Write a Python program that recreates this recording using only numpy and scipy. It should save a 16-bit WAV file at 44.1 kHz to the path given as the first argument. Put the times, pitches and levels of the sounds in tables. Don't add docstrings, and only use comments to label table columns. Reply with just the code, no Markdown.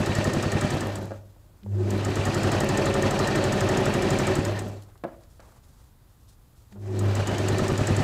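import sys
import numpy as np
from scipy import signal
from scipy.fft import rfft, irfft, next_fast_len
from scipy.io import wavfile

SR = 44100
rng = np.random.default_rng(int(sys.argv[2]) if len(sys.argv) > 2 else 0)


def to_wav(sig):
    pcm = np.clip(np.atleast_2d(sig), -1, 1) * 32767
    pcm = np.round(pcm).astype(np.int16)
    wavfile.write(sys.argv[1], SR, pcm.T)


def how_loud(loudness_db):
    steps = np.asarray(loudness_db, float) / 20
    return 10 ** steps


N = 354123
FULL_SPEED = 12


def rms_one(x):
    return x / np.sqrt(np.mean(x ** 2) + 1e-20)


def in_time(rows, outside=None):
    s, *columns = np.transpose(rows)
    return [np.interp(np.arange(N) / SR, s, c, left=outside, right=outside) for c in columns]


def band(x, low_hz, high_hz):
    edges = [low_hz, min(high_hz, .45 * SR)]
    return signal.sosfilt(signal.butter(2, edges, "band", fs=SR, output="sos"), x)


def drift(rate):
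    r = np.exp(-80 * np.pi * rate / SR)
    white = rng.standard_normal(N // 40 + 2002)
    slow = signal.lfilter([1], [1, -2 * r, r * r], white)[2000:]
    return np.interp(np.arange(N) / 40, np.arange(len(slow)), rms_one(slow))


def ring(clicks, hz, t60):
    r, w = how_loud(-60 / (t60 * SR)), 2 * np.pi * hz / SR
    return signal.lfilter([0, np.sin(w)], [1, -2 * r * np.cos(w), r * r], clicks + 1e-18)


def clicks_at(seconds, sizes):
    at, out = np.round(seconds * SR).astype(int), np.zeros(N)
    inside = (at >= 0) & (at < N)
    np.add.at(out, at[inside], sizes[inside])
    return out


def bursts(seconds, peak_db, t60):
    fall = how_loud(-60 / (t60 * SR))
    envelope = signal.lfilter([1], [1, -fall], clicks_at(seconds, how_loud(peak_db)) + 1e-18)
    return envelope * rng.standard_normal(N)


def tone(hz, gain, orders):
    phase = 2 * np.pi * np.cumsum(hz) / SR
    return np.sqrt(2) * gain * sum(how_loud(db) * np.sin(int(k) * phase) for k, db in orders)


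def noise_bands(spectrum):
    edges, white = 20 * 2 ** (np.arange(30) / 3), rng.standard_normal((2, N))
    hz, db = np.transpose(spectrum)
    for k, (low, high) in enumerate(zip(edges, edges[1:])):
        centre = np.sqrt(low * high)
        gain = how_loud(np.interp(np.log(centre), np.log(hz), db))
        yield centre, gain * band(white[k % 2], low, high)


# time [s], speed [turns per s].
SPEED = [(0, 11.028), (.732, 10.726), (.83, 7.45), (1.27, .674), (1.64, .674), (1.8, 3.3), (1.93, 6.045),
         (2.133, 9.91), (2.411, 11.535), (2.878, 11.994), (4.338, 12.08), (4.515, 7.069), (4.92, .198),
         (6.74, .198), (6.93, 3.866), (7.206, 8.427), (7.486, 10.041), (8.03, 10.863)]


def shaft():
    speed, = in_time(SPEED)
    return np.cumsum(speed) / SR - .67, speed


def speed_at(seconds):
    return np.interp(seconds, *np.transpose(SPEED))


def contact_times(turns, share, jitter_s):
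    angle = np.arange(-1, turns[-1])[:, None] + share
    at = np.interp(angle, turns, np.arange(N) / SR, left=-1, right=-1)
    return at + jitter_s * rng.standard_normal(at.shape)


# speed [turns per s], then the levels of casing, gears,
# brushes and air hiss [dB].
LOUDNESS = [(.25, -80, -85, -75, -76), (.7, -62, -82, -75.5, -78), (2.1, -47, -60.5, -68.5, -76),
            (4, -35, -51, -61.5, -70), (6, -31, -40.5, -58.5, -63), (9, -27.5, -36.5, -53, -64),
            (10.8, -27.5, -35, -51, -64), (12, -23.5, -32.5, -50, -62)]


def running_levels(speed):
    law_speed, *levels = np.transpose(LOUDNESS)
    return [np.interp(speed, law_speed, db) for db in levels]


# resonance [Hz], level [dB], ring time t60 [s].
THUD = [(155, -2, 0.078), (223, 0, 0.049)]


def needle_bar(turns):
    at = contact_times(turns, .375, jitter_s=0.00049).ravel()
    in_step = np.exp(-((speed_at(at) - 10.64) / 0.88) ** 2)
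    spread_db = 4 * (1.2 - in_step) * rng.standard_normal(len(at))
    thuds = clicks_at(at, -how_loud(-5 + 22.5 * in_step + spread_db))
    return sum(how_loud(db) * ring(thuds, hz, t60) for hz, db, t60 in THUD)


# place [share of turn], signed direction of the push, level [dB].
CONTACTS = [(0.028, 0.73, -6.5), (0.091, 0.85, -7), (0.152, -1.12, 0.5), (0.191, 1, -10),
            (0.242, -1.5, -10), (.36, -0.75, 3), (0.441, 0.29, 4), (0.488, -0.51, -1), (0.572, 1, -3.5),
            (0.678, 0.7, -2.5), (0.789, 0.81, -2.5), (0.903, -1.06, -11.5)]
# pitch [Hz], level [dB], ring time t60 [s].
CASING = [(49.7, -17, 0.11), (104.5, -17.5, 0.25), (142.5, -.5, 0.17), (205.5, 3.5, 0.07),
          (276.5, -0.5, 0.063), (335, -4.5, 0.14), (375, 0.5, 0.1), (400, -12.5, 0.11), (555.6, -7, 0.19),
          (606, -7.5, 0.081), (735, -13.5, 0.13), (868, -16.5, 0.082)]


def casing(turns, level_db):
    share, way, knock_db = np.transpose(CONTACTS)
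    at = contact_times(turns, share, jitter_s=.00025)
    out = 0
    for hz, mode_db, t60 in CASING:
        spread_db = 1.5 * rng.standard_normal(at.shape)
        sizes = way * how_loud(knock_db + mode_db + spread_db)
        out = out + ring(clicks_at(at.ravel(), sizes.ravel()), hz, t60)
    out = rms_one(out) + needle_bar(turns)
    return how_loud(level_db - 5.0) * band(out, 40, 3200)


def tick_db(seconds):
    speed = speed_at(seconds)
    return -25 + 2 * np.log2(speed / FULL_SPEED) - 40 * (speed < 3.4)


# pitch [Hz], level [dB], ring time t60 [s].
HOOK = [(6790, -18, 0.01), (7137, -15, 0.018), (7790, -8.5, 0.0055), (8300, -15, 0.0074)]
# place [share of turn], level against the main tick [dB].
SMALL_TICKS = [(.16, -21.5), (.35, -21), (.47, -19.5), (.65, -35)]


def hook(turns):
    s = contact_times(turns, 0, jitter_s=.0003).ravel()
    peak_db = tick_db(s) + 0.7 * rng.standard_normal(len(s))
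    chatter = bursts(s - .001, peak_db, 0.029) + bursts(s + 0.002, peak_db - 13.5, 0.093)
    out = how_loud(-14) * band(chatter, 6100, 7600)
    out += how_loud(-10.5) * band(chatter, 2900, 11800)
    out += how_loud(-18.0) * band(band(chatter, 12400, 12600), 10000, 15500)
    out += sum(how_loud(db - 12.5) * ring(chatter, hz, t60) for hz, db, t60 in HOOK)

    share, under_db = np.transpose(SMALL_TICKS)
    at = contact_times(turns, share, jitter_s=0.00073)
    small_db = tick_db(at) + under_db + 3.5 * rng.standard_normal(at.shape)
    out += how_loud(2.0) * band(bursts(at.ravel(), small_db.ravel(), 0.016), 6100, 13000)
    return out


# place [share of turn], pitch [Hz], level over the gears [dB],
# decay t60 [s].
TAPS = [(0.032, 1820, 4, 0.09), (0.062, 1250, 7, 0.071), (0.113, 1660, -3.5, 0.039),
        (.44, 1300, -13, 0.065), (.55, 2585, -1, 0.041), (0.592, 2340, 1, 0.032), (.66, 2750, -0.5, 0.027),
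        (.01, 5190, -8, 0.045)]


def taps(turns, gears_db):
    out = 0
    for share, hz, over_db, t60 in TAPS:
        at = contact_times(turns, share, jitter_s=0.00092).ravel()
        spread_db = 2.0 * rng.standard_normal(len(at))
        out = out + band(bursts(at, over_db + 15 + spread_db, t60), hz * .945, hz * 1.06)
    return how_loud(gears_db) * out


# frequency [Hz], level [dB per Hz].
RATTLE = [(18, -45), (30, -83), (111, -3.5), (302, -2), (363, 1.5), (472, -8.5), (552, -3), (1060, -17),
          (1890, -24.5), (2160, -37.5), (2340, -27.5), (4270, -30), (4750, -28.5), (7040, -26),
          (15900, -51.5)]
# pitch [Hz], width [Hz], level [dB].
RATTLE_PEAKS = [(606, 30, -16.5), (823, 75, -20.5), (1250, 270, -21.5), (1820, 45, -15.5), (2340, 30, -20),
                (2620, 60, -23.5), (4030, 280, -20.5), (4440, 40, -24.5)]


def rattle(turns, casing_db, gears_db, brushes_db, air_db):
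    bands, together = list(noise_bands(RATTLE)), drift(38)
    whole = np.sqrt(np.mean(sum(x for hz, x in bands) ** 2))
    swell_db = 1.9 * np.cos(2 * np.pi * (turns - .4))
    out = 0
    for hz, x in bands:
        mid = np.clip(np.log2(hz / 500) / 2.0, 0, 1)
        high = np.clip(np.log2(hz / 3000) / 1.4, 0, 1)
        top_db = brushes_db + 18 if hz < 10000 else air_db + 30.0
        level_db = (1 - mid) * (casing_db - 5.5) + (mid - high) * (gears_db + 14.5) + high * top_db
        patchy_db = 1.3 * together + 0.84 * drift(22)
        out = out + how_loud(level_db + swell_db * (1 - mid) + patchy_db) * x / whole
    white = rng.standard_normal(N)
    for hz, width, db in RATTLE_PEAKS:
        level_db = casing_db if hz < 1000 else gears_db + 3
        peak = rms_one(ring(white, hz, 2.1 / width))
        out = out + how_loud(level_db + db - 1 + 3.5 * drift(10.2)) * peak
    return out


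# time [s], level [dB].
HUM = [(0, -34), (.5, -31), (.98, -31), (1.3, -50.5), (1.62, -67), (1.67, -30), (1.74, -22), (2.15, -27.5),
       (2.8, -35), (4.1, -38), (4.5, -27), (4.77, -36.5), (4.92, -58.5), (6.7, -72), (6.79, -35),
       (7.1, -18.5), (7.27, -30), (8.03, -23)]
# multiple of the hum pitch, level [dB].
HUM_ORDERS = [(1, -3.5), (2, -26), (4, -34)]


def hum(turns, speed):
    pulse_db = 4 * (np.cos(2 * np.pi * (turns - .4)) - .7)
    flutter_db = (speed / FULL_SPEED) ** 2 * (4 * drift(4.9) + pulse_db)
    return tone(101.1 + 0.65 * drift(2.66), how_loud(in_time(HUM)[0] + flutter_db), HUM_ORDERS)


# start [s], length [s], cycles per turn, level [dB].
WHINE = [(0, .8, 170, -44.5), (2.2, .45, 449, -48.5), (2.5, 1.9, 449, -60), (7.33, .5, 37, -31),
         (7.16, .32, 330, -46)]


def whines(speed):
    unsteady, out = .6 + .3 * np.tanh(drift(45)), 0
    for s, length, cycles, db in WHINE:
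        edge, end = .25 * length, s + length
        fade, = in_time([(s, 0), (s + edge, 1), (end - edge, 1), (end, 0)])
        out = out + unsteady * tone(cycles * speed, how_loud(db) * fade, [(1, 0)])
    return out


# cycles per turn, level against the casing [dB].
TEETH = [(31, -12), (46, -15.5)]


def belt_teeth(turns, casing_db):
    swell_db, out = 4 * np.cos(2 * np.pi * (turns - .4)), 0
    for cycles, db in TEETH:
        gain = how_loud(db + casing_db + swell_db + 2.0 * drift(9.8))
        out = out + gain * np.sin(2 * np.pi * int(cycles) * turns)
    return out


# start [s], length [s],
# buzz level [dB], groan level [dB].
STRAIN = [
    (1.625, .36, -42, -28),
    (6.715, .4, -46, -28),
]


def swell(s, length, peak_share):
    rows = [(s, -32), (s + peak_share * length, 0), (s + length, -13)]
    return how_loud(in_time(rows, outside=-99)[0])


def strain():
    buzz = np.sqrt(2) * np.sin(2 * np.pi * 201.3 * np.arange(N) / SR)
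    groan, out = rms_one(ring(rng.standard_normal(N), 365.6, 0.095)), 0
    for s, length, buzz_db, groan_db in STRAIN:
        jolt, = in_time([(s, 0), (s + .025, 1), (s + .057, 1), (s + .082, 0)], outside=0)
        pull, moan = swell(s, length, .85), swell(s, length, .68)
        out = out + how_loud(buzz_db) * (jolt + how_loud(9) * pull) * buzz
        out = out + how_loud(groan_db) * moan * groan
    return out


# time [s], peak [dB], centre [Hz], decay t60 [s].
KNOCKS = [(1.361, -48.5, 606, 0.092), (1.662, -35, 519, 0.031), (4.955, -48, 845, 0.074),
          (5.037, -27.5, 676, 0.15), (5.395, -48, 1250, 0.13), (6.758, -42.5, 565, 0.13)]
# time [s], peak [dB], centre [Hz], decay t60 [s].
CLICKS = [(1.1074, -51, 4400, 0.028), (1.633, -44, 3080, 0.028), (4.5094, -45, 7930, 0.032),
          (4.6783, -44, 8810, 0.03), (4.8219, -45, 8350, 0.037), (4.8344, -47, 8240, 0.032),
          (4.9766, -50, 7530, 0.025), (5.0374, -48, 8360, 0.037), (5.0384, -34, 2030, 0.04),
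          (5.236, -49.5, 4830, 0.017), (5.3961, -56, 2260, 0.022), (5.4024, -46, 5910, 0.03),
          (5.6361, -59, 3960, 0.023), (6.724, -49, 2180, 0.031), (7.0574, -44, 8830, 0.03)]


def knocks():
    out, t = np.zeros(N), np.arange(SR // 3) / SR
    for s, peak_db, hz, t60 in (*KNOCKS, *CLICKS):
        white = rng.standard_normal(len(t)) * how_loud(-60 * t / t60)
        white[0] = 1.9
        burst = band(band(white, hz * 0.25, hz * 1.36), hz * 0.3, hz * 2.8)
        out[round(s * SR):][:len(t)] += how_loud(peak_db) * burst / np.abs(burst).max()
    return out


# time [s], peak [dB], softness [dB per octave].
CLUNK = [
    (5.038, -33, 3),
    (5.0446, -30.5, 2.5),
    (5.0506, -26, 4.5),
    (5.0554, -32.5, 7),
    (0.991, -42, 0),
    (1.119, -34, 0),
    (1.108, -40, -2),
    (5.396, -60, -5.5),
]
# pitch [Hz], level [dB], ring time t60 [s].
TABLE = [(222, -13, 0.21), (343, 0.5, 0.065), (550, 2.5, 0.075), (657, -1.5, 0.055), (672, -1.5, 0.048),
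         (842, -7, .06), (1160, -12, 0.068), (1300, -10, 0.1), (1420, -9, 0.065), (1620, -13, .1)]


def clunk():
    s, peak_db, soft_db = np.transpose(CLUNK)
    body = 0
    for hz, db, t60 in TABLE:
        sizes = how_loud(peak_db + db - soft_db * np.log2(hz / 200))
        body = body + ring(clicks_at(s, sizes), hz, t60)
    return band(body, 110, 1540)


# start [s], length [s], rustle level [dB], scuff level [dB].
CLOTH = [(1.25, 0.088, -73, -70), (1.56, .06, -75, -69), (4.845, .1, -73, -61), (5.052, .1, -74, -52),
         (5.19, 0.078, -70, -64), (5.287, 0.11, -68, -72), (5.405, 0.19, -67, -59),
         (5.62, 0.27, -68, -67.5), (6.075, .06, -71, -79), (6.19, .07, -71, -75), (6.27, .07, -63, -74),
         (6.55, 0.17, -70, -74), (6.709, 0.038, -62, -56)]


def cloth():
    grains = rng.standard_normal((2, N)) * how_loud(1.5 * rng.exponential(1, (2, N)))
    hiss, scuff = rms_one(band(grains[0], 3300, 9800)), rms_one(band(grains[1], 260, 1140))
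    edge, out = .02, 0
    for s, length, rustle_db, scuff_db in CLOTH:
        lift = s + max(length - edge, edge)
        stroke, = in_time([(s, 0), (s + edge, 1), (lift, .7), (s + length + edge, 0)])
        out = out + stroke * (how_loud(rustle_db) * hiss + how_loud(scuff_db) * scuff)
    return out * how_loud(2 * drift(27))


def room(x):
    t60_s, wall_cut_hz = .55, 3000
    size = next_fast_len(N + SR)
    w = 2 * np.pi * np.arange(size // 2 + 1) / size
    wall = 1 / np.sqrt(1 + (w * SR / (2 * np.pi * wall_cut_hz)) ** 2)
    tail = 0
    for k, lag in enumerate(rng.uniform(.015, .045, 10) * SR):
        back = how_loud(-60 * lag / SR / t60_s) * wall * np.exp(-1j * w * int(lag))
        tail = tail + (-1) ** k * back / (1 - back)
    return irfft(rfft(x, size) * tail, size)[:N]


# frequency [Hz], level [dB per Hz].
ROOM_TONE = [(12, -31), (20, -5), (43, 5), (113, -0.5), (167, -9), (365, -18.5), (657, -24), (999, -22.5),
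             (2310, -33.5), (4390, -32), (5650, -43), (14200, -34.5), (15900, -38)]


def room_tone():
    return how_loud(-54) * rms_one(sum(x for hz, x in noise_bands(ROOM_TONE)))


def scene():
    turns, speed = shaft()
    casing_db, gears_db, brushes_db, air_db = running_levels(speed)
    machine = casing(turns, casing_db) + hook(turns) + taps(turns, gears_db)
    machine += rattle(turns, casing_db, gears_db, brushes_db, air_db)
    machine += hum(turns, speed) + whines(speed) + belt_teeth(turns, casing_db) + strain()
    hands = knocks() + clunk()
    wet = room(how_loud(-24.5) * machine + how_loud(-20.5) * hands)
    return (machine + hands + wet + cloth() + room_tone())[None]


def roll_off(x):
    return signal.sosfilt(signal.butter(12, 16020, fs=SR, output="sos"), x)


def record(dry):
    mix = signal.sosfilt(signal.cheby2(24, 90, 16150, fs=SR, output="sos"), dry)
    return roll_off(mix)


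dry = scene()
out = record(dry)
to_wav(out)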